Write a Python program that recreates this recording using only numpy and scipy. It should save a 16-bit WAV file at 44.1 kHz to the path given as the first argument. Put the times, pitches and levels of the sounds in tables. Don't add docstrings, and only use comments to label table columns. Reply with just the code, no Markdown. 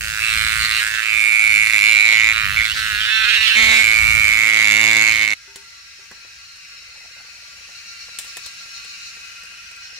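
import sys
import numpy as np
from scipy import signal
from scipy.fft import rfft, irfft
from scipy.io import wavfile
from scipy.ndimage import uniform_filter1d

SR = 44100
rng = np.random.default_rng(int(sys.argv[2]) if len(sys.argv) > 2 else 0)


def persist_wave(psi):
    counts = np.round(np.clip(psi, -1, 1) * 32767).astype(np.int16)
    wavfile.write(sys.argv[1], SR, np.atleast_2d(counts).T)


N = 440559
T = np.arange(N) / SR
CUT_S = 5.345
EDGE_HZ = 15800
PORT_LAG_SAMPLES = 5

BEAT_HZ, BEAT_WANDER_HZ = 110.1, 0.515
# t/s, half-length/s, slowing/Hz, weakening/dB
FALTERS = [(0.148, 0.025, 4, 1), (0.371, 0.031, 3, 0), (0.861, 0.022, 2, -0.5), (1.552, 0.039, 6.5, -1),
           (1.8, 0.034, 9.5, 0.5), (1.987, 0.028, 9.5, 0), (2.48, 0.044, 14, 2), (2.535, 0.013, -0.5, 2),
           (2.743, .012, 10, 9), (2.955, 0.059, 6.5, -1.5), (4.23, 0.041, 3.5, -0.5), (4.697, 0.053, 6, 0),
           (5.163, 0.047, -1, 2.5), (5.337, 0.11, 4, 7.5)]
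# t/s, strength/0-1
SECOND_TYMBAL = [(.775, 0), (.795, 0.76), (.835, 0.21), (2.73, 0.03), (2.77, 0.57), (2.98, 0.4),
                 (3.07, 0.6), (3.09, 0.9), (3.3, 1), (3.58, 0.91), (3.815, 0.9), (3.825, 0)]
# t/s, effort/dB
EFFORT = [(0, -17), (.18, -8.5), (.24, -1), (.55, -4.5), (.8, 1.5), (.88, -9), (1.08, -7.5), (1.62, -4.5),
          (1.87, 3), (2.14, 2.5), (2.3, -1.5), (2.98, -2.5), (3.1, 2), (3.48, 6), (3.81, 2.5), (3.85, -0.5),
          (4.0, -4), (4.35, -5.5), (4.98, 2), (5.33, 2)]
EFFORT_WAVER_DB = 0.76
RING_DB, RING_SLOPE = -9.5, 0.21
PLATE_DB, PLATE_SLOPE = -21.5, 0.16
RIBS_DB, RIBS_SLOPE = -27, 1.23
GLIDE_SLOPE, THUD_SLOPE = 0.14, 0.75
# f/Hz, rel. level/dB
PLATE_SPECTRUM = [(600, -18.5), (880, -18), (1060, -8), (1250, 6.5), (1520, 10), (1900, 12), (2300, 9),
                  (2700, 12.5), (2950, 9.5), (3250, -4.5), (4000, -12), (6000, -49.5)]
# t/s, lowest f/Hz, level/dB, hold/0-1
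SWOOPS = [(0, 1200, -41, 0.22), (.19, 1230, -26.5, 0.35), (.23, 2020, -31, 0), (.45, 1700, -26.5, 0),
          (.76, 1670, -30, 0.01), (.82, 1340, -21.5, 0.4), (.9, 1410, -24, 0.4), (1.0, 1220, -24.5, 0.05),
          (1.12, 1980, -48, 0.22), (2.1, 1680, -26, 0.17), (2.32, 1650, -41, 0.16), (2.35, 1550, -29, 0),
          (2.52, 1480, -34, 0), (2.58, 1550, -40, .05), (2.7, 1680, -31, 0.18), (2.76, 1267, -27, 0.33),
          (3.06, 1206, -28.5, 0.3), (3.09, 1389, -20, 0.37), (3.27, 1266, -21, 0.26),
          (3.48, 1620, -22, 0.1), (3.52, 1340, -21, 0.45), (3.6, 1520, -25, 0), (3.85, 1540, -31, 0)]
# f/Hz, rel. level/dB
RIB_SPECTRUM = [(1500, -58), (2400, 11.5), (2950, 7), (3300, 5), (3600, 10.5), (4300, 8), (4950, -9),
                (5400, 2), (6100, -9.5), (8500, -23.5)]
# f/Hz, rel. level/dB
FIZZ_SPECTRUM = [(2500, -8.5), (4500, 12), (5400, 6), (6100, 8), (6600, 8), (7100, 5.5), (7600, 9),
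                 (8100, 6.5), (9000, 4), (11000, 0.5), (12500, -2), (15500, -6)]
# t/s, rel. level/dB
FIZZ_LEVEL = [(0, -35), (.25, -33), (.8, -33.5), (1.02, -37), (1.2, -35), (1.72, -33.5), (2.05, -35.5),
              (2.45, -38.5), (2.78, -36), (3.1, -40.5), (3.5, -36.5), (3.8, -31), (4.2, -32.5),
              (5.05, -33.5), (5.33, -34.5)]
# start/s, end/s, first f/Hz, last f/Hz, level/dB
SIZZLES = [(.22, .9, 8200, 8370, -38.5), (1.15, 1.95, 8200, 9970, -39)]
# t/s, half-length/s, level/dB
GUSTS = [(.1, 0.26, -38), (.52, 0.16, -34.5), (.95, 0.21, -42.5), (1.56, 0.086, -38), (1.78, 0.05, -42),
         (2.08, 0.24, -45.5), (2.58, 0.17, -32), (2.97, 0.13, -39), (3.37, 0.15, -43), (3.68, 0.071, -30.5),
         (4.07, 0.19, -30.5), (4.33, 0.082, -35.5), (5.14, 0.035, -34)]
CALM_DB = -54
# f/Hz, rel. level/dB
WIND_SPECTRUM = [(15, -11), (32, -13), (55, 2.5), (80, -0.5), (120, -6.5), (180, -15), (300, -29),
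                 (600, -39), (2000, -29.5)]
# start/s, end/s, first f/Hz, last f/Hz, rel. level/dB, second mode re first/dB
GLIDING_RESONANCES = [(0.197, .36, 2500, 2570, -23, -17), (0.367, 0.565, 2700, 2560, -31.5, -1),
                      (0.587, 0.686, 2760, 2780, -25, 1), (0.707, 0.812, 2760, 2746, -22, -7),
                      (1.004, 1.153, 2760, 2750, -31, -24), (2.688, 2.748, 2500, 3250, -21, -17),
                      (2.997, 3.085, 3225, 2900, -22, -16), (3.085, 3.225, 2570, 2690, -20, -26),
                      (3.228, 3.412, 2780, 2890, -28.5, -24), (3.405, 3.57, 2730, 2640, -17, -14),
                      (3.557, 3.82, 2730, 2760, -24, -20), (3.83, 4.497, 2900, 2990, -30.5, -19),
                      (4.52, 5.29, 2985, 2920, -29.5, -7)]
# start/s, end/s, attack/s, release/s, opening/0-1, rel. overload level/dB
SCREAMS = [(0.203, 0.904, .01, 0.47, 0.34, -67), (1.013, 2.331, 0.11, 0.004, 0.78, -44.5),
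           (2.35, 2.53, 0.002, 0.022, 0.22, -62), (2.562, 2.69, 0.0017, 0.075, 0.75, -55),
           (3.552, 5.39, 0.0066, 0.013, 0.67, -39)]
# start/s, end/s, weakening/dB
MISFIRES = [(1.644, 1.662, 6), (1.671, 1.699, 5.5), (1.708, 1.735, 6.5), (1.783, 1.812, 5),
            (1.822, 1.831, 4), (5.108, 5.19, 2)]
# t/s, f/Hz, ring length/s
CAVITY = [(0, 2270, .0008), (.25, 2360, 0.0013), (.55, 2027, 0.00093), (1.05, 2380, 0.00073),
          (1.2, 2280, 0.0024), (1.48, 2282, 0.0029), (1.7, 2232, 0.0014), (2.0, 2320, 0.0036),
          (2.2, 2210, 0.0016), (2.32, 2220, 0.00095), (2.35, 2170, 0.00068), (2.54, 2060, 0.00076),
          (2.575, 2310, 0.0028), (2.61, 2090, 0.0019), (2.635, 2300, 0.0034), (2.67, 2070, 0.0017),
          (3.45, 2360, 0.00089), (3.58, 2224, 0.0021), (4.08, 2285, 0.004), (4.55, 2192, 0.0025),
          (4.95, 2214, 0.0027), (5.33, 2180, 0.0034)]
RING_JITTER_S = .000018
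UPPER_RATIO, UPPER_DB = 1.605, -30
# f/Hz, rel. level/dB
THUD_SPECTRUM = [(50, -13.5), (110, 0.5), (220, 2), (330, 1.5), (450, -1.5), (900, 0), (1300, -0.5),
                 (2000, -53), (4000, -109)]
# t/s, half-length/s, rise/dB
FACING = [(3.706, 0.15, 2.5), (4.792, 0.44, 6.5)]
OVERTONE_DB = 3
SHRILL_HZ, SHRILL_DB = 7580, -6
# t/s, half-length/s, f/Hz, rel. level/dB
RASPS = [(.4, .1, 4050, -33), (1.88, .04, 4100, -31), (2.13, .04, 4000, -27), (2.655, .02, 3950, -29),
         (3.13, .07, 3500, -27), (3.245, .012, 3200, -21), (3.3, .011, 3050, -15.5),
         (3.348, .016, 3100, -17.5), (3.475, .014, 2850, -16), (3.68, .1, 3600, -28),
         (4.62, .08, 3500, -30)]
RASP_FLOOR_HZ = 2170
# t/s, half-length/s, f/Hz, level/dB
SCUFFS = [(0.817, 0.0071, 3000, -31), (.955, 0.016, 3600, -31.5), (2.75, 0.014, 4000, -29.5),
          (2.784, .025, 4320, -30.5), (5.306, 0.0016, 4850, -20)]
# t/s, rel. 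low level/dB, rel. high level/dB
CHORUS = [(5.4, -54, -47.5), (7.2, -51.5, -45.5), (8.3, -50, -43.5), (9.1, -49, -42.5), (9.6, -48.5, -46),
          (9.98, -50, -47)]
# f/Hz, rel. level/dB
LOW_CHORUS_SPECTRUM = [(800, -39), (1060, -29), (1230, -10.5), (1380, -4.5), (1650, -4.5), (1840, -11.5),
                       (2000, 5), (2150, -15), (2450, 1), (2900, 0.5), (3150, -5), (3400, -5.5), (3600, -9),
                       (5000, -45)]
# f/Hz, rel. level/dB
HIGH_CHORUS_SPECTRUM = [(2800, -40), (3550, -12), (3780, 5), (4000, 8.5), (4450, 1), (4800, 5.5), (5050, 2),
                        (5450, 7.5), (6000, 0.5), (6900, 1.5), (7600, -7.5), (10000, -27)]
# f/Hz, rel. level/dB
SINGERS = [(1152, -72.5), (1384, -62.5), (1497, -72), (1610, -66), (1841, -65), (2080, -65.5),
           (2245, -68.5), (2315, -62), (2536, -59.5), (2762, -63), (4150, -69), (4253, -58), (4377, -59.5),
           (4470, -61), (5335, -64), (5626, -67.5), (5850, -64)]
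# t/s, swell/dB
CHIRPS = [(7.775, 5.5), (7.9, 7), (8.025, 8), (8.17, 5), (8.3, 6.5), (8.46, 9.5), (8.61, 5.5), (8.77, 6.5),
          (8.91, 5.5), (9.075, 7), (9.855, 9), (9.98, 9)]
CHIRP_HALF_S = .035
# f/Hz, rel. level/dB
STREAM_SPECTRUM = [(20, -3), (50, -4), (90, -7), (180, 5.5), (300, -4.5), (600, -3), (1000, -3), (2500, 14),
                   (3400, -13), (5000, 9), (7500, 2.5), (10000, 0), (13000, -8), (15500, -13)]
# t/s, rel. level/dB
FLOW = [(5.4, -60.5), (6.9, -59.5), (8.3, -54.5), (9.3, -54.5), (9.98, -59)]
# t/s, half-length/s, rel. level/dB
SLOSHES = [(7.12, 0.17, -62), (7.55, 0.23, -66), (8.2, .25, -68), (8.68, 0.12, -69), (9.55, 0.14, -79),
           (9.97, 0.16, -67)]
TRICKLE_DB = -75.5
# t/s, dull body rel. level/dB, bright splash rel. level/dB, pot ring rel. level/dB
KNOCKS = [(5.477, -40, -56, -48.5), (5.559, -31.5, -27, -46), (5.991, -41, -58, -56),
          (6.113, -25.5, -41, -57), (6.248, -35, -60, -63), (6.559, -48, -42, -78), (6.82, -45, -57, -68),
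          (7.203, -37, -55, -70), (7.689, -37, -52, -61), (8.084, -34, -55, -70),
          (8.187, -29.5, -16.5, -64), (8.195, -44, -37, -72), (8.217, -52, -39, -75),
          (8.246, -37, -38, -74), (8.369, -26, -23, -65), (8.461, -32, -25.5, -70), (8.658, -39, -50, -72),
          (8.847, -38, -35, -72), (9.166, -42, -46, -59), (9.435, -39, -39, -72), (9.52, -40, -55, -72),
          (9.712, -39, -39, -77), (9.762, -60, -43, -70)]
# f/Hz, rel. level/dB, t60/s
POT_MODES = [(398, -3.5, 0.31), (910, -9, 0.53), (1500, -4, 0.22)]
# nominal f/Hz, rel. level/dB, t60/s
KNOCK_MODES = [(512, -5.5, 0.061), (750, -10, 0.079), (1080, -3, 0.056), (1980, -22, 0.033)]
# f/Hz, rel. level/dB
BODY_SPECTRUM = [(80, -4), (200, -5.5), (400, -8), (700, -1), (1150, -6.5), (1800, 2.5), (3500, -39),
                 (8000, -33)]
# f/Hz, rel. level/dB
SPLASH_SPECTRUM = [(600, -59), (1800, -8), (3500, 0.5), (5500, -6.5), (7600, 2.5), (9000, -0.5),
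                   (11000, -8.5), (15500, -14)]


def amp(db):
    return 10 ** (np.asarray(db) / 20)


def evened(x):
    return x / np.sqrt(np.mean(x ** 2) + 1e-20)


def curves(rows):
    s, *columns = np.transpose(rows)
    return [np.interp(T, s, column) for column in columns]


def drift(hz, at=T, size=256):
    grid = T[::size]
    spectrum = rfft(rng.standard_normal(len(grid)))
    passed = np.fft.rfftfreq(len(grid), size / SR) < hz
    return np.interp(at, grid, evened(irfft(spectrum * passed, len(grid))))


def colour(x, points, size=2048):
    hz, db = np.transpose(points)
    bins_hz = abs(np.fft.fftfreq(size, 1 / SR)) + 1
    log_gain = np.log(amp(np.interp(np.log(bins_hz), np.log(hz), db)))
    taps = np.fft.ifft(np.exp(np.conj(signal.hilbert(log_gain)))).real
    return signal.oaconvolve(np.atleast_2d(x), taps[None], axes=1)[:, :N]


def steady(x, size=1600):
    power = np.atleast_2d(x).mean(0) ** 2
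    power = uniform_filter1d(uniform_filter1d(power, size), size)
    return x / np.sqrt(abs(power) + 1e-14)


def noise(same):
    same = np.clip(same, 0, 1)
    return np.sqrt(same) * rng.standard_normal(N) + np.sqrt(1 - same) * rng.standard_normal((2, N))


def clicks(times, sizes, order=8):
    at = np.floor(times * SR).astype(int)[:, None] + np.arange(1 - order, order + 1)
    off = at - times[:, None] * SR
    shape = sizes[:, None] * np.sinc(off) * np.cos(np.pi * off / (2 * order)) ** 2
    return np.bincount(np.clip(at, 0, N - 1).ravel(), shape.ravel(), N)


def ports(right_db):
    gains = np.array([[1], [amp(right_db)]])
    return gains / gains.mean()


def flicker(x, depth_db, size=1024, count=9, order=4):
    z = signal.stft(x, nperseg=size)[2]
    patches = uniform_filter1d(rng.standard_normal(z.shape[1:]), count, 1)
    patches = evened(uniform_filter1d(patches, order, 0))
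    return signal.istft(z * amp(depth_db * patches), nperseg=size)[1][:, :N]


def band(x, hz, width_hz):
    turn = np.exp(2j * np.pi * np.cumsum(hz) / SR)
    r = np.exp(-np.pi * width_hz / SR)
    smooth = signal.lfilter([(1 - r) ** 2], [1, -2 * r, r ** 2], x * turn.conj() + 1e-18)
    return steady((turn * smooth).real)


def bumps(times, half_lengths, heights, size=64):
    grid = T[::size]
    bells = np.exp(-np.minimum(((grid[:, None] - times) / half_lengths) ** 2, 50))
    return np.interp(T, grid, bells @ heights)


def surges(rows, rest_db):
    s, half_s, db = np.transpose(rows)
    return np.sqrt(bumps(s, half_s, amp(db) ** 2) + amp(rest_db) ** 2)


def gate(start, end, attack_s, release_s, size=16):
    grid = T[::size]
    attack = np.expm1(-np.maximum(grid - start, 0) / attack_s)
    release = np.expm1(-np.maximum(end - grid, 0) / release_s)
    return np.interp(T, grid, attack * release)


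def across(starts, ends, first, last):
    return np.interp(T, np.ravel([starts, ends], "F"), np.ravel([first, last], "F"))


def glides(rows, fade_s=0.0097):
    gain = sum(amp(db) * gate(start, end, fade_s, fade_s) for start, end, _, _, db, *_ in rows)
    return across(*np.transpose(rows)[:4]), gain


def each_snap(times, size=600):
    at = np.ceil(times * SR).astype(int)[:, None] + np.arange(size)
    return at, at / SR - times[:, None]


def cicada():
    times, sizes = tymbal_beats()
    effort_db = curves(EFFORT)[0] + EFFORT_WAVER_DB * drift(18)
    snaps = evened(clicks(times, sizes))
    ribs = evened(rib_clicks(times, sizes))
    burst = abs(signal.lfilter([1], [1, -np.exp(-1 / (0.0058 * SR))], snaps))
    scrape = evened(noise(0.11) * np.roll(burst, 30))
    sides = evened(np.array([rib_clicks(times, sizes), rib_clicks(times, sizes)]))
    crackle = .9 * ribs + sides + .4 * scrape

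    opening, overload = screams(effort_db)
    cavity = steady(abdomen(times, sizes))
    body = plate_snap(snaps + .55 * ribs + .45 * scrape, effort_db)
    body = body + swoops(times, sizes) * ports(8.8)
    body = body + gliding_resonances(snaps, ribs, scrape, effort_db)
    body = body + abdomen_ring(cavity, snaps + 0.61 * ribs, opening, effort_db)
    body = body + overload_thud(snaps + 0.027 * scrape, overload)
    left, right = body + rasps(snaps + 0.65 * ribs + 0.72 * scrape)
    lagged = np.array([np.roll(left, PORT_LAG_SAMPLES), right])

    treble = rib_treble(crackle, scrape, effort_db) + shrill(crackle, overload)
    s, half_s, _, weaker_db = np.transpose(FALTERS)
    whole = lagged + treble + overload_sizzle(cavity, scrape, overload)
    return whole * amp(-bumps(s, half_s, weaker_db))


def tymbal_beats(uneven_db=1.2, jitter_s=.00002, stagger_s=0.00013):
    s, half_s, slower_hz, _ = np.transpose(FALTERS)
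    rate_hz = BEAT_HZ - bumps(s, half_s, slower_hz) + BEAT_WANDER_HZ * drift(25)
    half_turns = 2 * np.cumsum(rate_hz) / SR
    k = np.arange(1, int(np.interp(CUT_S, T, half_turns)))
    late, strong = rng.standard_normal((2, len(k)))
    times = np.interp(k, half_turns, T) + jitter_s * late
    times = times + (k % 2) * stagger_s * drift(11.08, times)
    sizes = np.where(k % 2, np.interp(times, T, curves(SECOND_TYMBAL)[0]), 1)
    return times, sizes * amp(uneven_db * strong)


def rib_clicks(times, sizes, gap_s=.00052, fall_db=1.15, count=6):
    out = np.zeros(N)
    for k in range(count):
        wander = .15 * drift(2.5, times) + .016 * rng.standard_normal(len(times))
        out += (-1) ** k * clicks(times + gap_s * (k + 1 + wander), sizes * amp(-fall_db * k))
    return out


def plate_snap(buckle, effort_db):
    bare = np.clip(curves(SWOOPS)[2], 0, 1)
    plate = steady(colour(buckle, PLATE_SPECTRUM)) * ports(8.8)
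    return plate * (1 - bare) ** 2 * amp(PLATE_DB + PLATE_SLOPE * effort_db)


def swoops(times, sizes, above_hz=2000, drop_s=.0005, back_hz=1900, back_s=.0004,
           stroke_s=.0033, rise_s=.0003, fade_s=.0011, octave_db=-14):
    low_hz, db, hold = curves(SWOOPS)
    low_hz = np.interp(times, T, low_hz + 25 * drift(7.4))[:, None]
    hold = np.interp(times, T, hold)[:, None]
    at, age = each_snap(times)
    age = np.minimum(age, 1.3 * stroke_s)
    fall = -above_hz * drop_s * np.expm1(-age / drop_s)
    climb = back_hz * back_s * np.exp((age - stroke_s) / back_s)
    turns = low_hz * age + fall + climb
    shape = -np.expm1(-(age / rise_s) ** 2) * (np.exp(-age / fade_s) + hold)
    shape = shape * np.exp(-(age / stroke_s) ** 10)
    tone = np.sin(2 * np.pi * turns) + amp(octave_db) * np.sin(4 * np.pi * turns)
    return steady(np.bincount(at.ravel(), (sizes[:, None] * shape * tone).ravel(), N)) * amp(db)


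def rib_treble(crackle, scrape, effort_db):
    rattle = steady(colour(crackle, RIB_SPECTRUM)) * amp(RIBS_DB + RIBS_SLOPE * effort_db) * ports(1.36)
    fizz = steady(colour(crackle + 3.8 * scrape, FIZZ_SPECTRUM))
    fizz = fizz * amp(curves(FIZZ_LEVEL)[0] + 1.23) * ports(0.57)
    sizzle_hz, sizzle_gain = glides(SIZZLES)
    sizzle = band(crackle, sizzle_hz, 2000) * sizzle_gain
    return rattle + sizzle + flicker(fizz, 2.2)


def wind():
    rumble = colour(noise(0.2), WIND_SPECTRUM, size=8192) * amp(2.1 * drift(5.4))
    return evened(rumble) * surges(GUSTS, CALM_DB) * ports(-0.027)


def trees(x, t60=0.66, size=16000):
    sparse = rng.standard_normal((2, size)) * (rng.random((2, size)) < .05)
    tail = sparse * amp(-60 * T[:size] / t60)
    return signal.oaconvolve(x, tail / np.linalg.norm(tail[0]), axes=1)[:, :N]


def gliding_resonances(snaps, ribs, scrape, effort_db):
    glide_hz, glide_gain = glides(GLIDING_RESONANCES)
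    starts, ends, *_, mode_db = np.transpose(GLIDING_RESONANCES)
    first = band(snaps + 0.085 * ribs + 0.32 * scrape, glide_hz, 210) * ports(10.4)
    second = band(snaps + 0.39 * ribs + 2.3 * scrape, 1.55 * glide_hz, 410)
    second = second * amp(across(starts, ends, mode_db, mode_db))
    return (first + second) * glide_gain * amp(GLIDE_SLOPE * effort_db)


def screams(effort_db):
    *_, opening, thud_db = np.transpose(SCREAMS)
    gates = np.array([gate(*row[:4]) for row in SCREAMS])
    misfire = amp(-sum(db * gate(start, end, .001, .001) for start, end, db in MISFIRES))
    overload = (amp(thud_db) @ gates) * misfire ** 2
    overload = overload * amp(THUD_SLOPE * effort_db + bumps(*np.transpose(FACING)))
    return (opening @ gates) * misfire, overload


def abdomen(times, sizes, rise_s=0.001, damping=1.88, rebound=0.1, rebound_s=0.00515, rebound_width_s=0.00029):
    times = times + RING_JITTER_S * rng.standard_normal(len(times))
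    cavity_hz, ring_s = curves(CAVITY)
    hz = np.interp(times, T, cavity_hz + 20 * drift(22))[:, None]
    length_s = np.interp(times, T, ring_s * np.exp(.08 * drift(35)))[:, None]
    at, age = each_snap(times)
    shape = -np.expm1(-(age / rise_s) ** 2) * np.exp(-(age / length_s) ** damping)
    shape = shape / shape.max(1, keepdims=True)
    shape = shape + rebound * np.exp(-((age - rebound_s) / rebound_width_s) ** 2)
    turns = hz * age * (1 + 0.0076 * (1 - age / length_s / 2))
    return np.bincount(at.ravel(), (sizes[:, None] * shape * np.sin(2 * np.pi * turns)).ravel(), N)


def abdomen_ring(cavity, drive, opening, effort_db):
    upper = band(drive, UPPER_RATIO * curves(CAVITY)[0], 220) * amp(UPPER_DB)
    return (cavity + upper) * opening * amp(RING_DB + RING_SLOPE * effort_db) * ports(9.0)


def overload_thud(drive, overload):
    return steady(colour(np.roll(drive, 40), THUD_SPECTRUM)) * overload * ports(54)


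def overload_sizzle(cavity, scrape, overload):
    sizzle = band(cavity ** 3 * (1 + 0.29 * scrape), 2.87 * curves(CAVITY)[0], 990)
    return sizzle * overload * amp(OVERTONE_DB) * ports(31.0)


def shrill(crackle, overload):
    return band(crackle, np.full(N, SHRILL_HZ), 460) * overload * amp(SHRILL_DB)


def rasps(drive, width_hz=1200):
    s, half_s, hz, db = np.transpose(RASPS)
    floor = signal.butter(4, RASP_FLOOR_HZ, "high", fs=SR, output="sos")
    grate = band(signal.sosfilt(floor, drive), np.interp(T, s, hz) + 70 * drift(25), width_hz)
    return grate * surges(np.transpose([s, half_s, db]), -90) * ports(10.5)


def scuffs(grains_per_s=1500, width_hz=2600):
    s, half_s, hz, db = np.transpose(SCUFFS)
    grit = noise(0.37) * (0.29 + 4 * (rng.random(N) < grains_per_s / SR))
    return band(grit, np.interp(T, s, hz), width_hz) * surges(np.transpose([s, half_s, db]), -90)


def chorus():
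    low_db, high_db = curves(CHORUS)
    s, swell_db = np.transpose(CHIRPS)
    chirp_db = bumps(s, CHIRP_HALF_S, swell_db)
    low = evened(colour(noise(0.13), LOW_CHORUS_SPECTRUM)) * amp(low_db + 3.0)
    high = evened(colour(noise(0.011), HIGH_CHORUS_SPECTRUM)) * amp(high_db + 0.51 * chirp_db)
    hz = np.fft.rfftfreq(N, 1 / SR)
    power = sum(amp(db) ** 2 / (1 + ((hz - f) / 20) ** 2) ** 2 for f, db in SINGERS)
    voices = rfft(noise(0.15)) * np.sqrt(power)
    low_singers = evened(irfft(voices * (hz < 3300), N)) * amp(low_db + 5.0)
    high_singers = steady(irfft(voices * (hz > 3300), N)) * amp(high_db + chirp_db - 6.5)
    ribbed = flicker(low + high + low_singers + high_singers, 2.6, size=2048, count=44, order=3)
    return flicker(ribbed, 1.3)


def water(drops_per_s=260, bubbles_per_s=90, count=14):
    drop_sizes = amp(4.2 * np.minimum(rng.exponential(1, (2, N)), 4))
    drops = (rng.random((2, N)) < drops_per_s / SR) * drop_sizes
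    stream = evened(colour(noise(0.3) + 0.53 * evened(drops), STREAM_SPECTRUM))
    stream = stream * amp(curves(FLOW)[0] + 8.0)
    bubbles, t = np.zeros(N), T[:1500]
    for hz in np.geomspace(480, 1000, count):
        bubble = np.sin(2 * np.pi * hz * t * (1 + 1.7 * t)) * np.exp(-t * hz / 2.9)
        births = (rng.random(N) < bubbles_per_s / count / SR) * rng.uniform(0.27, 1, N)
        bubbles += signal.oaconvolve(births, bubble)[:N]
    air = evened(colour(noise(1.0), WIND_SPECTRUM, size=8192)) * amp(-63.0)
    return stream + air + evened(bubbles) * surges(SLOSHES, TRICKLE_DB)


def add(mix, s, sound):
    part = mix[round(s * SR):][:len(sound)]
    part += sound[:len(part)]


def modes(table, pitch, t):
    return sum(amp(db - 60 * t / t60) * np.sin(2 * np.pi * hz * pitch * t) for hz, db, t60 in table)


def pot(body_t60=0.063, splash_t60=0.035, spray_db=-19, spray_t60=0.26, detune=0.13):
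    dull, bright, ring, t = np.zeros(N), np.zeros(N), np.zeros(N), T[:SR // 2]
    fills = rng.uniform(-0.99, 1, len(KNOCKS))
    for (s, body_db, splash_db, ring_db), fill in zip(KNOCKS, fills):
        add(dull, s, amp(body_db - 60 * t / body_t60))
        splash = amp(-60 * t / splash_t60) + amp(spray_db - 60 * t / spray_t60)
        add(bright, s, amp(splash_db) * splash)
        add(ring, s, amp(ring_db) * modes(POT_MODES, 1.0, t))
        add(ring, s, amp(body_db - 15.5) * modes(KNOCK_MODES, 1 + detune * fill, t))
    thump = colour(noise(0.9) * dull, BODY_SPECTRUM)
    return thump + colour(noise(0.24) * bright, SPLASH_SPECTRUM) * amp(1.5) + ring


def scene():
    insect = cicada() + scuffs()
    held = insect + amp(-20) * trees(insect) + wind()
    knocks = pot()
    spring = (chorus() + water() + knocks + amp(-8.0) * trees(knocks)) * ports(-1.4)
    return np.where(T < CUT_S, held, spring)


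def record(dry, ceiling=1.0, hardness=2.46):
    rounded = dry / (1 + abs(dry / ceiling) ** hardness) ** (1 / hardness)
    lowpass = signal.firwin(511, EDGE_HZ, window=("kaiser", 9), fs=SR)
    return signal.oaconvolve(rounded, lowpass[None], "same")


dry = scene()
out = record(dry)
persist_wave(out)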